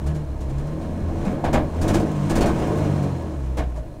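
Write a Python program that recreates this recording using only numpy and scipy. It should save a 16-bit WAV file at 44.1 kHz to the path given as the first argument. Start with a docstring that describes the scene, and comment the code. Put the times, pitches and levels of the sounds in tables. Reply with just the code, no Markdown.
"""A cold old V8, just started, heard outdoors from the cab door. First it stumbles at idle: uneven
firings excite the exhaust pipe's resonances, misfires spit and bang, the body rocks, valves tick, and
fan and intake hiss. Near 1.5 s backfires knock the silencer into ringing. The engine is revved twice,
near 2 s and 2.5 s, and loose parts rattle. Then the speed sinks, a tin shield rings on, the silencer
is knocked again near 3.6 s, and the engine stalls."""
import sys
import numpy as np
from scipy import signal
from scipy.fft import rfft, irfft, next_fast_len
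from scipy.io import wavfile
from scipy.ndimage import map_coordinates

SR = 44100
rng = np.random.default_rng(int(sys.argv[2]) if len(sys.argv) > 2 else 0)


def to_wav(sig):
    """Store sig (one row per channel, or 1-D mono) as 16-bit WAV at the path in sys.argv[1].

    Samples outside -1..1 are clipped; the rate is SR.
    """
    pcm = np.clip(np.atleast_2d(sig), -1, 1) * 32767
    pcm = np.round(pcm).astype(np.int16)
    wavfile.write(sys.argv[1], SR, pcm.T)  # frames by channels


N = 176400


def amp(db):
    """Amplitude ratio of a level in decibels."""
    return 10 ** (np.asarray(db) / 20)


def unit(x):
    """Normalisation to rms 1."""
    return x / np.sqrt(np.mean(x ** 2) + 1e-20)


def curve(rows):
    """Linear interpolation of (t/s, value) rows at every sample."""
    return np.interp(np.arange(N) / SR, *np.transpose(rows))


def wobble(knots_per_s):
    """Slow random modulation: a spline through Gaussian values."""
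    knots = rng.standard_normal(int(N * knots_per_s / SR) + 4)
    return map_coordinates(knots, [np.arange(N) * knots_per_s / SR])


def burst(start, rise, hold, t60):
    """Transient envelope: linear rise, then exponential decay after the hold; times in seconds."""
    t = np.arange(N) / SR - start
    return np.clip(t / rise, 0, 1) * amp(-60 * np.maximum(t - hold, 0) / t60)


def filtered(x, response):
    """Linear filtering: the spectrum of x times a frequency response."""
    size = next_fast_len(N + SR // 2)
    return irfft(rfft(x, size) * response(np.fft.rfftfreq(size, 1 / SR)), size)[:N]


def coloured(x, spectrum):
    """Spectral shaping by (f/Hz, level/dB) points on a log frequency axis, at rms 1."""
    hz, db = np.transpose(spectrum)
    return unit(filtered(x, lambda f: amp(np.interp(np.log(f + 1), np.log(hz), db))))


def ringing(x, modes, polarity=1):
    """Modal superposition of (f/Hz, bandwidth/Hz, level/dB) rows; polarity -1 alternates their signs."""
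    return filtered(x, lambda f: sum(
        polarity ** k * amp(db) * 1j * f * width / (hz * hz - f * f + 1j * f * width)
        for k, (hz, width, db) in enumerate(modes)))


# engine speed: t/s, firing rate/Hz
FIRING_RATE = [(0, 67), (.15, 77.6), (.38, 65), (.55, 68.7), (.72, 77.5), (.9, 84.6), (1.2, 82.5),
               (1.45, 74.6), (1.6, 77), (1.76, 80.5), (1.9, 98), (2.03, 104), (2.26, 96), (2.42, 120.4),
               (2.56, 119), (2.8, 99.7), (3.0, 97.5), (3.2, 83.7), (3.45, 64.6), (3.66, 62), (3.83, 56.4),
               (4, 40)]
def firing_phase():
    """Phase is the integral of frequency: one cycle per firing, at a slightly wavering rate."""
    return np.cumsum(curve(FIRING_RATE) * (1 + .008 * wobble(20))) / SR


# cylinder strengths in firing order: relative level/dB
CYLINDERS = [11.5, 14.5, 7, 14.5, 10.5, 15, 0, 13]
def firings(phase, jitter_cycles=.053, scatter_db=2):
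    """Impulse excitation: one pulse per firing, uneven in timing and strength."""
    k = np.arange(int(phase[-1]))
    timing, strength = rng.standard_normal((len(k), 2)).T
    onsets = np.interp(k + jitter_cycles * timing, phase, np.arange(N)).astype(int)
    return unit(np.bincount(onsets, amp(np.resize(CYLINDERS, len(k)) + scatter_db * strength), N))


def puffs(phase, sharpness):
    """Amplitude-modulated noise: it jumps at each firing and decays exponentially."""
    return unit(rng.standard_normal(N) * np.exp(-sharpness * (phase % 1)))


# exhaust pipe modes: f/Hz, bandwidth/Hz, level/dB
PIPE_MODES = [(78.3, 16.4, 1.5), (145.3, 12.7, 4), (197.5, 21, -3.5), (233.8, 28.3, -1.5),
              (287.8, 10.3, 0.5), (306.4, 14.2, 1), (333, 18.5, 0.5), (415, 15.4, -7), (453, 20, -5),
              (557.8, 7.6, -1.5), (630.6, 16, -6), (728.5, 26, -9), (803, 6.1, -16.5), (958, 34, -13.5)]
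def pipe(x):
    """Standing waves in the exhaust pipe reinforce x at their frequencies."""
    return ringing(x, PIPE_MODES, polarity=-1)


# rough exhaust: t/s, relative level/dB
EXHAUST_LEVEL = [(0, -35.5), (.35, -36), (.8, -32.5), (1.15, -29.5), (1.32, -24.5), (1.42, -28.5),
                 (1.6, -20), (1.72, -32.5), (1.85, -22), (2.0, -22), (2.12, -27.5), (2.27, -28),
                 (2.45, -17), (2.56, -23.5), (2.75, -22.5), (3.05, -27), (3.35, -34), (3.7, -38.5),
                 (4, -41)]
# spectrum of the escaping gas: f/Hz, relative level/dB
ROAR_SPECTRUM = [(30, -29), (60, 6.5), (120, -1), (300, 1), (500, -2), (720, -7.5), (1000, -14.5),
                 (1500, -21), (2500, -31), (5000, -51)]
def exhaust(phase, pulses, gas_db=4.5, ring_db=-2, roar_db=-4):
    """Source and resonator: pulses and puffs of gas ring the pipe, while some gas roars straight out."""
    flow = pulses + amp(gas_db) * puffs(phase, sharpness=1.37)
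    roar = coloured(puffs(phase, sharpness=.88), ROAR_SPECTRUM)
    return amp(curve(EXHAUST_LEVEL)) * (amp(ring_db) * unit(pipe(flow)) + amp(roar_db) * roar)


# firing note, lope and octave, each: t/s, level/dB
NOTE_LEVEL = [(0, -34), (.06, -21.5), (.18, -36), (.33, -28.5), (.6, -30), (.76, -35), (.92, -29),
              (1.05, -24.5), (1.22, -28), (1.38, -53), (1.68, -35.5), (1.78, -26), (1.98, -26.5),
              (2.15, -38), (2.38, -30), (2.62, -41), (2.82, -28), (3.1, -30.5), (3.3, -32), (3.45, -26),
              (3.68, -24.5), (3.74, -31), (3.81, -26), (3.85, -44)]
LOPE_LEVEL = [(0, -41), (1.75, -44), (1.9, -33), (2.05, -35), (2.14, -24), (2.25, -24), (2.34, -34),
              (2.72, -31), (2.86, -25), (3.0, -24.5), (3.12, -26), (3.25, -41), (3.42, -60)]
OCTAVE_LEVEL = [(0, -36.5), (.1, -25.5), (.2, -28), (.4, -44.5), (.53, -27.5), (.68, -27.5), (.82, -36.5),
                (1.36, -37), (1.47, -26.5), (1.68, -39.5), (1.93, -26.5), (2.07, -33), (2.22, -31),
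                (2.7, -45), (2.92, -31), (3.12, -33), (3.3, -39), (3.45, -32.5), (3.9, -46)]
# overtones: multiple of the firing rate
OVERTONE_ORDERS = np.array([5, 6, 7, 8, 9, 10, 12]) / 2
# strength of each: relative level/dB
OVERTONE_DB = [-0.5, -2, -11, -4.5, -6.5, -12.5, -8.5]
# all overtones together: t/s, relative level/dB
OVERTONE_LEVEL = [(0, -33.5), (.4, -43), (.7, -34.5), (1.1, -33), (1.35, -44), (1.7, -39), (2, -30),
                  (2.2, -31), (2.5, -29), (2.75, -32), (3, -29.5), (3.3, -37), (3.7, -40), (4, -41)]
def drone(phase, swell_db=3, direct_db=-13):
    """Periodic firing gives a series of partials; overtones swell as they cross the pipe's resonances."""
    def tone(order, level):
        wave = np.sin(2 * np.pi * (order * phase + rng.random()) + .15 * wobble(29.74))
        flutter_db = 1.2 * wobble(30) + wobble(70)
        return wave * amp(curve(level) + flutter_db)

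    def overtone(order, db):
        gain = amp(db + swell_db * wobble(13))
        return gain * np.sin(2 * np.pi * (order * phase + rng.random()) + .11 * order * wobble(21.96))

    low = tone(.99, NOTE_LEVEL) + tone(1.5, LOPE_LEVEL) + tone(2, OCTAVE_LEVEL)
    overtones = sum(map(overtone, OVERTONE_ORDERS, OVERTONE_DB)) * amp(curve(OVERTONE_LEVEL) - 2)
    return np.sqrt(2) * (low + pipe(overtones) + amp(direct_db) * overtones)


# shaking of the body: t/s, level/dB
SHUDDER_LEVEL = [(0, -26.5), (.3, -29), (.52, -20), (.75, -26), (1.3, -25), (1.42, -36), (1.55, -23),
                 (1.7, -25), (1.88, -18.5), (2.15, -30), (2.45, -20), (2.85, -32), (3.0, -46), (3.4, -34),
                 (3.75, -31), (4, -35)]
# its response: f/Hz, relative level/dB
SHUDDER_RESPONSE = [(5, 11), (18, -4.5), (32, 3), (42, -9), (55, -0.5), (80, -4), (160, -45)]
def shudder(phase, rocking_db=-3):
    """Forced vibration: unequal cylinders rock the body at subharmonics of the firing rate."""
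    cycle = phase / len(CYLINDERS)
    rocking = unit(sum(np.sin(2 * np.pi * (k * cycle + rng.random()) + .5 * wobble(23))
                       for k in (2, 3, 4)))
    rumble = coloured(rng.standard_normal(N), SHUDDER_RESPONSE)
    return amp(curve(SHUDDER_LEVEL)) * coloured(rumble + amp(rocking_db) * rocking, SHUDDER_RESPONSE)


# rush of air: t/s, relative level/dB
AIR_LEVEL = [(0, -45), (.35, -49.5), (.6, -46), (1.1, -45), (1.25, -39.5), (1.4, -45.5), (1.68, -45),
             (1.95, -32), (2.05, -39.5), (2.27, -37), (2.45, -38), (2.6, -34), (2.9, -37.5), (3.3, -44.5),
             (3.55, -47.5), (3.75, -50.5), (4, -56.5)]
# its spectrum: f/Hz, relative level/dB
HISS_SPECTRUM = [(300, -59), (900, 14.5), (1600, -3), (2000, -1), (2900, -5), (3500, -6.5), (4100, -10.5),
                 (4700, -11), (6500, -9), (8700, -13.5), (10500, -22), (15500, -33)]
def hiss(phase):
    """Flow noise of fan and intake, lightly modulated by the firings."""
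    gain = amp(curve(AIR_LEVEL) + .52 * wobble(30.21))
    return gain * coloured(puffs(phase, sharpness=.072), HISS_SPECTRUM)


# valve ticks: f/Hz, relative level/dB
TICK_SPECTRUM = [(400, -17), (1000, 13.5), (1600, 11), (2100, -0.5), (3000, 5.5), (3500, -4), (4100, -11),
                 (5000, -5.5), (7000, -6.5), (8500, -2.5), (11000, -11.5), (15500, -14)]
def clatter(phase, level_db=-15, uneven_db=4):
    """Impact noise: valves and fittings tick about once per firing, swelling with the rush of air."""
    k = np.arange(int(phase[-1]))
    timing, strength = rng.standard_normal((len(k), 2)).T
    onsets = np.interp(k + .5 * timing, phase, np.arange(N)).astype(int)
    ticks = np.bincount(onsets, amp(uneven_db * np.minimum(strength, 2)), N)
    envelope = signal.fftconvolve(ticks, burst(0, rise=.00075, hold=0, t60=.045))[:N]
    return amp(level_db + curve(AIR_LEVEL)) * coloured(envelope * rng.standard_normal(N), TICK_SPECTRUM)


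# sheet metal modes of the body: f/Hz, bandwidth/Hz, relative level/dB
PANEL_MODES = [(1058, 10, 6.5), (1270, 32, -1), (1530, 34, -6.5), (1688, 14, 7), (5840, 180, -6),
               (8700, 170, -13)]
def body(x, echo_t60_s=.055, echo_db=-10, echo_above_hz=900, panel_db=-3):
    """Interference with door and ground reflections combs the treble; the panels ring in sympathy."""
    t = np.arange(SR // 4) / SR
    tail = rng.standard_normal(len(t)) * amp(-60 * t / echo_t60_s)
    echo = signal.fftconvolve(x, tail / np.linalg.norm(tail))[:N]
    x = x + filtered(echo, lambda f: amp(echo_db) * f ** 2 / (f ** 2 + echo_above_hz ** 2))
    return x + amp(panel_db) * ringing(x, PANEL_MODES)


# tin shield modes: f/Hz, bandwidth/Hz, relative level/dB
SHIELD_MODES = [(2552, 50, -4), (2842, 50, -5), (4130, 160, 0), (5340, 80, -9)]
# its ring: t/s, level/dB
SHIELD_LEVEL = [(0, -66), (1.2, -63), (2.8, -57), (3.05, -57), (3.3, -66), (3.7, -73), (4, -70)]
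def shield():
    """Random excitation: the engine keeps a tin shield ringing, most as it begins to wind down."""
    return amp(curve(SHIELD_LEVEL)) * unit(ringing(rng.standard_normal(N), SHIELD_MODES))


# background hiss: f/Hz, relative level/dB
BACKGROUND_SPECTRUM = [(500, 5), (2500, -1), (6000, -1), (10000, 1), (15500, -8)]
def background(level_db=-65):
    """Stationary noise: a faint, even hiss under everything."""
    return amp(level_db) * coloured(rng.standard_normal(N), BACKGROUND_SPECTRUM)


# silencer can modes: f/Hz, bandwidth/Hz, relative level/dB
SILENCER_MODES = [(612, 45, -0.5), (735, 24, 1), (840, 42, -5), (962, 16, -2), (1142, 15, -10.5),
                  (1670, 110, -16), (2120, 280, -21.5), (2520, 39, -20.5)]
# backfire blows: t/s, relative level/dB, centre f/Hz
KNOCKS = [(1.44, -18.5, 960), (1.537, -26.5, 1970), (1.554, -14.5, 790), (1.577, -21.5, 650),
          (3.574, -29, 1011), (3.597, -30, 1050), (3.762, -37.5, 1302)]
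def silencer(pulses, buzz_db=-50, bark_db=-3.5, blow_width_hz=600):
    """Resonance of the can: firings keep its lowest mode buzzing; backfires knock it into a hard bark."""
    bark = np.zeros(N)
    for start, db, hz in KNOCKS:
        blow = ringing(rng.standard_normal(N), [(hz, blow_width_hz, 0)])
        can = unit(ringing(blow, SILENCER_MODES, polarity=-1))
        bark += amp(db) * burst(start, rise=.0015, hold=.0044, t60=.16) * can
    buzz = unit(ringing(pulses + rng.standard_normal(N), SILENCER_MODES[:1]))
    return amp(buzz_db) * buzz + amp(bark_db) * bark


# misfires: t/s, relative spit level/dB, relative bang level/dB
MISFIRES = [(0.061, -46, -32), (.146, -51.5, -37.5), (.403, -52, -45), (.492, -54.5, -37), (.578, -53, -38),
            (.667, -56, -42), (.81, -55, -39), (1.247, -49, -26.5), (1.313, -59, -40), (1.439, -44, -20),
            (1.527, -35.5, -14.5), (1.812, -38, -28), (1.877, -34.5, -21.5), (1.938, -35, -22),
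            (1.995, -47, -45), (2.294, -36.5, -21.5), (2.353, -33.5, -20.5), (2.406, -36, -19.5),
            (2.457, -39.5, -23), (2.607, -60, -27), (2.777, -49, -38), (2.84, -54, -33), (2.955, -56, -47),
            (3.023, -50, -36), (3.569, -42, -21), (3.758, -53.5, -41.5)]
# spectra of spit and bang, each: f/Hz, relative level/dB
SPIT_SPECTRUM = [(300, -28), (1200, 1.5), (2200, -6.5), (3200, -3.5), (4300, 3), (5200, -1), (7000, 1),
                 (9500, -4.5), (12000, -10.5), (15500, -16)]
BANG_SPECTRUM = [(30, 14), (100, -0.5), (250, 4.5), (400, -1), (600, 5), (950, -5.5), (1300, -10.5),
                 (1750, -14), (2300, -16.5), (3000, -18.5), (6000, -34.5), (15000, -83)]
def misfires(crackle_db=-.9, direct_db=-1.5, ring_db=-4):
    """Combustion transients: unburnt fuel goes off with a crackling spit and a bang that rings the pipe."""
    spit = sum(amp(db) * burst(start, rise=.004, hold=.016, t60=.145) for start, db, _ in MISFIRES)
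    bang = sum(amp(db) * burst(start, rise=.0088, hold=.035, t60=.21) for start, _, db in MISFIRES)
    crackle = amp(crackle_db * wobble(500))
    spit *= coloured(crackle * rng.standard_normal(N), SPIT_SPECTRUM)
    bang *= coloured(crackle * rng.standard_normal(N), BANG_SPECTRUM)
    return spit + amp(direct_db) * bang + amp(ring_db) * pipe(bang)


# hard firings that set the pipe booming: t/s, f/Hz, level/dB
BOOMS = [(.735, 537, -37), (1.26, 192.1, -21.5), (1.53, 240, -19), (1.55, 604, -24), (1.945, 334.3, -20.5),
         (2.015, 309.9, -22.5), (2.3, 331.5, -24.5), (2.375, 233.4, -28), (2.41, 573, -31),
         (2.452, 330.9, -19), (2.705, 603.3, -27.5), (2.715, 444.3, -26.5), (3.575, 297, -28.5),
         (3.58, 437.6, -38.5), (3.585, 735, -34.5), (3.77, 627, -38), (3.8, 145.1, -36)]
def booms():
    """Damped free oscillation: one pipe resonance hums on briefly after each of the hardest firings."""
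    t = np.arange(N) / SR
    hum = np.zeros(N)
    for start, hz, db in BOOMS:
        wave = np.sin(2 * np.pi * hz * (t - start) + .12 * wobble(60))
        hum += amp(db) * burst(start, rise=.011, hold=.017, t60=.22) * wave
    return np.sqrt(2) * hum


# loose parts: t/s, f/Hz, T60/s, level/dB
RATTLES = [(2.116, 6566, 0.0084, -35), (2.413, 4390, 0.14, -35.5), (2.986, 1041, 0.11, -42)]
def rattles():
    """Damping sets bandwidth: loose parts tick and clank, and the shorter the ring, the wider its band."""
    clanks = np.zeros(N)
    for start, hz, t60, db in RATTLES:
        ring = unit(ringing(rng.standard_normal(N), [(hz, 12 / t60, 0)]))
        clanks += amp(db) * burst(start, rise=.0016, hold=0, t60=t60) * ring
    return clanks


def scene():
    """Superposition in one channel: the running engine's sounds share one firing phase."""
    phase = firing_phase()
    pulses = firings(phase)
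    noises = amp(-.5) * exhaust(phase, pulses) + amp(-4) * hiss(phase)
    noises += amp(-.75) * misfires() + rattles() + clatter(phase)
    tones = drone(phase) + booms() + silencer(pulses) + shield()
    return (tones + background() + shudder(phase) + body(noises))[None]


def record(dry, low_hz=12, top_hz=15750):
    """Band limiting: a gentle high-pass and a steep low-pass."""
    dry = signal.sosfilt(signal.butter(2, low_hz, "high", fs=SR, output="sos"), dry)
    return signal.sosfilt(signal.ellip(12, .1, 90, top_hz, fs=SR, output="sos"), dry)


dry = scene()
out = record(dry)
to_wav(out)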